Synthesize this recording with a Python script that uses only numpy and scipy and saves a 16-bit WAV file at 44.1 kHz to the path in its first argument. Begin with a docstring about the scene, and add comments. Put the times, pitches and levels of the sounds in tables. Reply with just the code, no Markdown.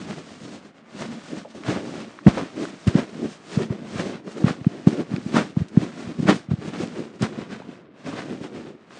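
"""Soft cloth slides in uneven strokes over the port of a microphone carried in a pocket.
Stick-slip friction makes the weave rasp, loose fibres hiss and the pressed cloth rumble on the case.
Now and then the case bumps the body and trapped air rings with a dull thump. There are short ticks
and scuffs of cloth, one squeak, and one sharp crack as the hardest thump overloads the microphone.
Far sounds come faintly through the fabric."""
import sys
import numpy as np
from scipy import signal
from scipy.fft import rfft, irfft, next_fast_len
from scipy.io import wavfile

SR = 44100
rng = np.random.default_rng(int(sys.argv[2]) if len(sys.argv) > 2 else 0)


def bounce(signal):
    """Save signal as a 16-bit WAV file at the path given by the first command-line argument."""
    frames = np.transpose(np.atleast_2d(signal))
    limited = np.clip(frames, -1, 1)
    pcm = np.round(limited * 32767).astype(np.int16)
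    wavfile.write(sys.argv[1], SR, pcm)


N = 396459

# Strokes of the cloth. Each row: peak time, rise and fall in seconds, rasp level in dB,
# then rumble and hiss in dB over the rasp. The levels stand before each layer's trim.
RUBS = [(.02,0.041,0.042,-46.5,13,-5.5),(.105,0.037,.05,-41.5,13,-8.5),(.185,0.029,0.033,-46,14.5,-7),(.32,0.14,0.082,-51,8,-4),(.45,0.055,0.04,-51,16,-2),(.55,0.076,.04,-50.5,12,-2.5),(.66,0.019,0.037,-54.5,7,-9),
        (1.016,0.041,0.052,-38.5,9,-7.5),(1.13,0.03,0.034,-45.5,8,-7.5),(1.29,0.093,.06,-49,6.5,-3),(1.39,.05,0.035,-45.5,9.5,-5.5),(1.51,.025,0.049,-60,-6,3.5),(1.555,0.0096,0.092,-50,10.5,-5),
        (1.694,0.032,0.08,-32.5,8.5,-11),(1.77,0.024,.03,-46,18.5,-18),(1.89,0.072,.07,-49,13,-6),(2.01,0.13,0.045,-43,11.5,-8.5),(2.287,0.018,0.025,-30.5,9,-12),(2.384,0.052,0.05,-34.5,10,-12.5),
        (2.575,0.023,0.056,-46,12.5,-16),(2.634,0.053,0.05,-42.5,7,-4.5),(2.82,0.084,0.1,-62,-13,5),(2.877,0.0076,0.03,-33.5,9.5,-9),(2.979,0.031,0.039,-32,10,-12.5),(3.25,0.097,0.053,-46,10.5,-8),
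        (3.32,0.043,0.05,-57,-7,5.5),(3.55,0.066,0.064,-43,-11,-4),(3.629,0.063,0.023,-38,9.5,-10.5),(3.719,0.024,0.046,-46,12.5,-14),(3.85,0.092,0.083,-53,18.5,-36),(3.955,0.082,0.063,-44.5,9,-6),(4.005,0.035,0.019,-33,8.5,-10),(4.074,0.063,0.052,-40,9,-8.5),(4.15,0.035,0.036,-42,6.5,-18),
        (4.285,0.036,0.025,-48.5,8.5,-8),(4.32,0.022,0.026,-47,-8,-4.5),(4.38,0.033,0.14,-45.5,10.5,-8),(4.486,0.027,0.032,-31,3.5,-12.5),(4.73,0.16,0.27,-49.5,11,-10.5),(4.879,.01,0.029,-37,14,-8),(4.93,.02,0.033,-42.5,6.5,-8),(5.005,0.045,0.026,-41.5,4,-10.5),
        (5.148,0.06,0.056,-44,12.5,-12),(5.29,0.066,0.12,-48.5,17.5,-4.5),(5.371,0.024,0.04,-24.5,10,-12),(5.594,0.028,0.056,-47,14.5,-10.5),(5.836,0.074,0.048,-41,12,-9),
        (6.01,0.09,0.12,-44.5,7,-8.5),(6.11,0.061,0.027,-49.5,18,-11),(6.235,0.061,0.049,-46.5,18,-6),(6.296,.016,0.021,-19,7.5,-14.5),(6.351,0.033,.035,-43,9,-2),(6.519,0.019,0.031,-45,15,-13),
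        (6.682,0.07,0.029,-42,12.5,-10),(6.745,0.021,.025,-39,10,-15),(6.825,0.057,0.036,-39,13,-7),(6.99,0.094,0.086,-44.5,8.5,-9.5),(7.16,.04,0.027,-55.5,8,-6),(7.241,0.023,0.027,-31.5,7.5,-12),(7.41,0.093,0.059,-43.5,11,-14.5),
        (7.525,0.021,0.038,-39.5,7,-13.5),(7.6,.02,0.028,-50,-2,-26),(7.7,0.09,0.18,-53,11,-14),(8.072,0.02,0.062,-39.5,9,-11),(8.136,.02,0.028,-43.5,14,-14),(8.189,0.039,0.052,-37,7,-13.5),(8.31,0.048,0.09,-45.5,14.5,-10.5),(8.446,0.03,0.032,-42.5,6,-10.5),(8.565,0.047,0.11,-47,10.5,-11.5),(8.679,0.035,0.059,-52.5,11.5,-12),(8.97,0.076,0.087,-48.5,3,-8)]


def cloth(stall_db=-53.5, full_grind_db=-26, catch_limit_db=-34):
    """Stick-slip friction: one sliding contact drives rumble, rasp and hiss, so they judder together."""
    # Spectra of the three layers. Each row: frequency in Hz, relative spectral level in dB.
    rumble_spectrum = [(20, -43), (45, -27), (80, -11.5), (125, -2), (190, 3.5), (250, 0), (310, -1.5),
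                       (375, -6), (450, -10), (620, -11.5), (850, -19), (1500, -75)]
    rasp_spectrum = [(100, -23), (300, 0.5), (530, 0.5), (700, 1), (860, -4.5), (1150, -2.5), (1700, -4.5),
                     (2600, -8.5), (3800, -13.5), (5500, -21.5), (10000, -59.5)]
    hiss_spectrum = [(1500, -6.5), (3000, 3), (4500, 3), (5500, 1.5), (6500, 0.5), (8000, -3.5), (9400, -8),
                     (10300, -30.5)]
    # Slow creep between the strokes. Each row: time in seconds, rasp level in dB.
    creep = [(0,-51.5),(.7,-52.5),(.83,-59),(.93,-50.5),(1.5,-51.5),(2.15,-52),(2.23,-52.5),(2.45,-47),(4.1,-55.5),(4.22,-58),(4.4,-58),(5.5,-51),(5.7,-55.5),(7.15,-57.5),(7.72,-54.5),(7.87,-65),(8.0,-51.5),(8.5,-60),(8.8,-57)]
    rasp_db, rumble_db, hiss_db = np.transpose(RUBS)[3:]
    judder = flutter(per_s=92)
    grip = slips(per_s=5000, spread_db=3.5)
    weave = slips(per_s=9000, spread_db=-2.5)
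    fibres = slips(per_s=22000, spread_db=0.5)
    creep_db = np.interp(np.arange(N) / SR, *np.transpose(creep)) - 1.6 * flutter(per_s=18)
    effort = rubbing(rasp_db + 2.5, creep_db)
    rumble_gain = rubbing(rasp_db + rumble_db + 2.9, creep_db + 2.5)
    hiss_gain = rubbing(rasp_db + hiss_db + 3.23, creep_db - 8.5, exponent=0.91)
    rumble = folds(coloured(grip, rumble_spectrum)) * rumble_gain * from_db(0.53 * judder)
    rasp = coloured(weave, rasp_spectrum) * effort * from_db(0.4 * judder)
    # As the cloth stalls, the fibres stop slipping: the rasp dulls and the hiss dies.
    slipping = 1 / (1 + (from_db(stall_db) / effort) ** 4)
    dull_rasp = signal.sosfilt(signal.butter(1, 2800, fs=SR, output="sos"), rasp)
    rasp = slipping * rasp + (1 - slipping) * dull_rasp
    hiss = coloured(fibres, hiss_spectrum) * hiss_gain * slipping * from_db(0.6 * judder)
    # Pressed hard, the weave grinds with a fuller middle.
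    pressed = np.minimum(effort / from_db(full_grind_db), 1)
    grind = from_db(-3) * pressed * resonance(rasp, hz=800, width_hz=1100)
    # A thread holds only so much force, which limits the level of its tick.
    ticks = np.minimum(effort, from_db(catch_limit_db)) * catches()
    return rumble + rasp + grind + hiss + ticks


def slips(per_s, spread_db):
    """Shot noise: threads catch and let go at random, in a dense train of tiny uneven impulses."""
    released = rng.random(N) < per_s / SR
    return released * rng.standard_normal(N) * from_db(spread_db * flutter(per_s=3000))


def rubbing(levels_db, creep_db, exponent=1):
    """Incoherent sources add in power: the strokes and the creep give the gain of one layer."""
    power = sum(from_db(db) ** 2 * swell(*rub[:3]) ** exponent for rub, db in zip(RUBS, levels_db))
    power = np.interp(np.linspace(0, 1, N), np.linspace(0, 1, len(power)), power)
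    return np.sqrt(power + from_db(creep_db) ** 2)


def swell(peak_s, rise_s, fall_s, settle_db=-22.5, settle_s=0.081):
    """Friction power follows sliding speed: one stroke gathers pace, peaks, slows and settles."""
    t = np.arange(0, N, 32) / SR - peak_s
    span_s = np.where(t < 0, rise_s, fall_s)
    shape = np.where(t < 0, 1.35, 1.11)   # 1 is pointed, 2 is a bell
    slide = np.exp(-2 * np.abs(t / span_s) ** shape)
    settling = (t > 0) * from_db(settle_db) ** 2 * np.exp(-2 * np.abs(t) / settle_s)
    return slide + settling


def folds(x, shifting_db=7.0):
    """Cavity resonance: as folds open and close, now one hollow booms and now another; rms 1."""
    # Air trapped in the folds. Each row: frequency in Hz, bandwidth in Hz, median gain in dB.
    cavities = [(162.6, 19, -8.5), (226.7, 28.5, -1), (275.6, 66, -11), (377, 180, 2.5)]
    booms = [from_db(db + shifting_db * flutter(per_s=12)) * resonance(x, hz, width_hz)
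             for hz, width_hz, db in cavities]
    return rms_one(x + sum(booms))


def catches(per_s=12, hz=900, width_hz=1200, over_rasp_db=9):
    """Impulse response: single threads let go at random, each with a small, heavily damped tick."""
    clicks = (rng.random(N) < per_s / SR) * rng.uniform(.3, 1, N)
    ticks = resonance(resonance(clicks, hz, width_hz), hz, 2 * width_hz)
    return from_db(over_rasp_db) * ticks / (np.abs(ticks).max() + 1e-12)


def thumps(contact_cycles=0.14, leak_hz=170, cloth_ratio=0.64, q=0.93, lead_s=0.0015):
    """Damped oscillation: a padded push compresses the air at the port, which swings for a few cycles."""
    # Bumps of the case against the body. Each row: time in seconds, peak level in dB, pitch in Hz.
    bumps = [(1.132,-33,230),(1.685,-15,173),(2.265,1.5,207),(2.271,1.5,213),(2.276,-14,71),(2.28,-2,204),(2.869,-11,201),(2.877,-5.5,115),(2.953,-3,204),(3.573,-8,163),(3.704,-14,134),
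             (3.956,-19,150),(4.442,-3,164),(4.467,-13,165),(4.507,-15,210),(4.612,-24,146),(4.667,-4,172),(4.871,1.5,197),(5.114,-21,185),(5.138,-12,170),(5.181,-20,260),(5.262,-18,191),(5.343,-11,246),
             (5.57,-8,166),(5.604,-18,130),(5.616,-12.5,129),(5.773,.5,184),(5.805,-22,140),(6.072,-27.5,115),(6.187,-19.5,187),(6.2,-12,183),(6.228,-12,207),(6.254,-12.5,187),(6.342,-22,196),(6.361,-21,209),(6.487,-23,150),(6.514,-12.5,125),(6.535,-12,142),(6.586,-25.5,135),(7.211,-15.5,180),(7.226,-10.5,156),(7.69,-23.5,328),(8.412,-22.5,200)]
    out, t = np.zeros(N), np.arange(SR // 20) / SR - lead_s
    leak = signal.butter(2, leak_hz, "high", fs=SR, output="sos")
    for s, peak_db, hz in bumps:
        push = np.exp(-.5 * (t * hz / contact_cycles) ** 2)
        squeeze = signal.sosfilt(leak, push)   # slow pressure leaks through the weave
        air = resonance(squeeze, hz, hz / q)
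        cloth_hz = cloth_ratio * hz   # the cloth follows the air at a lower pitch
        add(out, s - lead_s, peak_db, resonance(air, cloth_hz, cloth_hz / q))
    return out


def ticks_and_crack(cutoff_ratio=1.68):
    """Transient excitation: a decaying noise burst drives a broad resonance, as a tick, scuff or crack."""
    # Short ticks and scuffs of cloth, and at 2.269 s one sharp crack as the hardest thump overloads
    # the microphone. Each row: start in seconds, peak level in dB, pitch in Hz, decay time in seconds.
    transients = [(.653,-37.5,330,.011),(.947,-32,296,0.016),(1.547,-32,500,.006),(1.636,-26.5,1700,0.0018),(2.189,-26.5,1100,0.0014),(2.269,-10,900,0.0014),(2.279,-10,525,0.0054),(2.372,-18.5,480,0.027),(2.653,-23,990,0.0011),(2.873,-29,6000,0.0075),(2.877,-25,2000,.003),(3.592,-27,700,0.0033),(3.700,-33,600,.004),
                  (4.277,-29,750,0.002),(4.440,-24.5,650,.0027),(4.463,-20,800,0.0028),(4.645,-28.5,1110,0.0016),(4.871,-31,594,0.0092),(5.163,-21.5,1900,0.00067),(5.361,-12.5,844,0.017),(5.564,-32,700,0.0054),(5.683,-39,4480,0.0081),
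                  (5.768,-25,600,.004),(6.513,-29,800,0.0024),(6.874,-34,3000,.002),(6.884,-37,3000,.0013),(7.221,-24,5500,0.0074),(7.600,-29,417,0.0046),(7.619,-33,800,0.0022),(8.127,-27.5,800,0.0023),(8.907,-38,900,0.0018)]
    out, t = np.zeros(N), np.arange(SR // 15) / SR
    for s, peak_db, hz, decay_s in transients:
        burst = rng.standard_normal(len(t)) * np.exp(-t / decay_s)
        ring = signal.lfilter(*signal.iirpeak(hz, Q=1, fs=SR), burst)
        lowpass = signal.butter(2, min(cutoff_ratio * hz, SR / 6), fs=SR)
        add(out, s, peak_db, signal.lfilter(*lowpass, ring))
    return out


def squeak(hz=590, width_hz=110, decay_s=0.014):
    """Narrow-band resonance: cloth sticks and slips on the case for a moment and rings at one pitch."""
    out, t = np.zeros(N), np.arange(SR // 10) / SR
    burst = rng.standard_normal(len(t)) * np.exp(-t / decay_s)
    ring = resonance(resonance(burst, hz, width_hz), hz, hz / 2)
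    add(out, s=1.448, peak_db=-29, sound=ring)
    return out


def pocket(x, reflection=0.13, delay_s=.003, sway=0.263):
    """Comb filtering: the pocket's moving walls return a short echo whose path length drifts."""
    now = np.arange(N)
    lag = delay_s * SR * np.exp(sway * flutter(per_s=1.0))
    return x + reflection * np.interp(now - lag, now, x)


def case(x):
    """Modal colouring: the case and its port put slight peaks and dips in the spectrum."""
    # Resonances of case and port. Each row: frequency in Hz, bandwidth in Hz, gain in dB.
    modes = [(562, 37, 0.5), (1110, 23, 0.5), (1550, 24, -0.5), (1900, 23, 1), (2770, 41, 1),
             (9490, 78, -4.5)]
    return x + sum((from_db(db) - 1) * resonance(x, hz, width_hz) for hz, width_hz, db in modes)


def ambience(level_db=-65.5):
    """Transmission loss: far sounds pass through the cloth as a steady, muffled noise."""
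    # Background inside the pocket. Each row: frequency in Hz, relative spectral level in dB.
    spectrum = [(20, -50), (50, -27.5), (100, -3), (300, 7), (600, -13.5), (1200, -3), (3000, -21.5),
                (5500, -45.5), (10000, -55)]
    return from_db(level_db) * coloured(rng.standard_normal(N), spectrum)


def coloured(x, spectrum):
    """Source-filter shaping: an excitation is multiplied by a spectral envelope; rms 1."""
    size = next_fast_len(N)
    hz, db = np.transpose(spectrum)
    bin_hz = np.maximum(np.arange(size // 2 + 1) * SR / size, 1)
    gain = from_db(np.interp(np.log(bin_hz), np.log(hz), db))
    return rms_one(irfft(rfft(x, size) * gain, size)[:N])


def resonance(x, hz, width_hz):
    """A damped oscillator: two poles, with unit gain at the peak."""
    radius = np.exp(-np.pi * width_hz / SR)
    feedforward = np.array([1, 0, -1]) * (1 - radius ** 2) / 2
    feedback = [1, -2 * radius * np.cos(2 * np.pi * hz / SR), radius ** 2]
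    return signal.lfilter(feedforward, feedback, x + 1e-18)


def flutter(per_s):
    """Random modulation: a line through per_s Gaussian values a second; rms 1."""
    values = rng.standard_normal(N // 10)
    return rms_one(np.interp(np.arange(N) * per_s / SR, np.arange(len(values)), values))


def add(out, s, peak_db, sound):
    """Superposition: a short sound joins the mix at its time and peak level."""
    start = round(s * SR)
    out[start:start + len(sound)] += (from_db(peak_db) * sound / np.abs(sound).max())[:N - start]


def from_db(db):
    """Decibels as an amplitude ratio."""
    return 10 ** (np.asarray(db) / 20)


def rms_one(x):
    """Normalisation to rms 1."""
    return x / np.sqrt(np.mean(x ** 2) + 1e-20)


def scene():
    """Superposition: cloth sounds and the crack, coloured by the case, add to thumps and background."""
    background = ambience()
    close_sounds = pocket(cloth()) + ticks_and_crack() + squeak()
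    return (case(close_sounds) + thumps() + background)[None]


def record(dry, cutoff_hz=10200):
    """Clipping and band limiting: the hardest thumps overload the input; a low-pass cuts the top."""
    lowpass = signal.ellip(12, .2, 100, cutoff_hz, fs=SR, output="sos")
    return signal.sosfilt(lowpass, np.clip(dry, -1, 1))


dry = scene()
out = record(dry)
bounce(out)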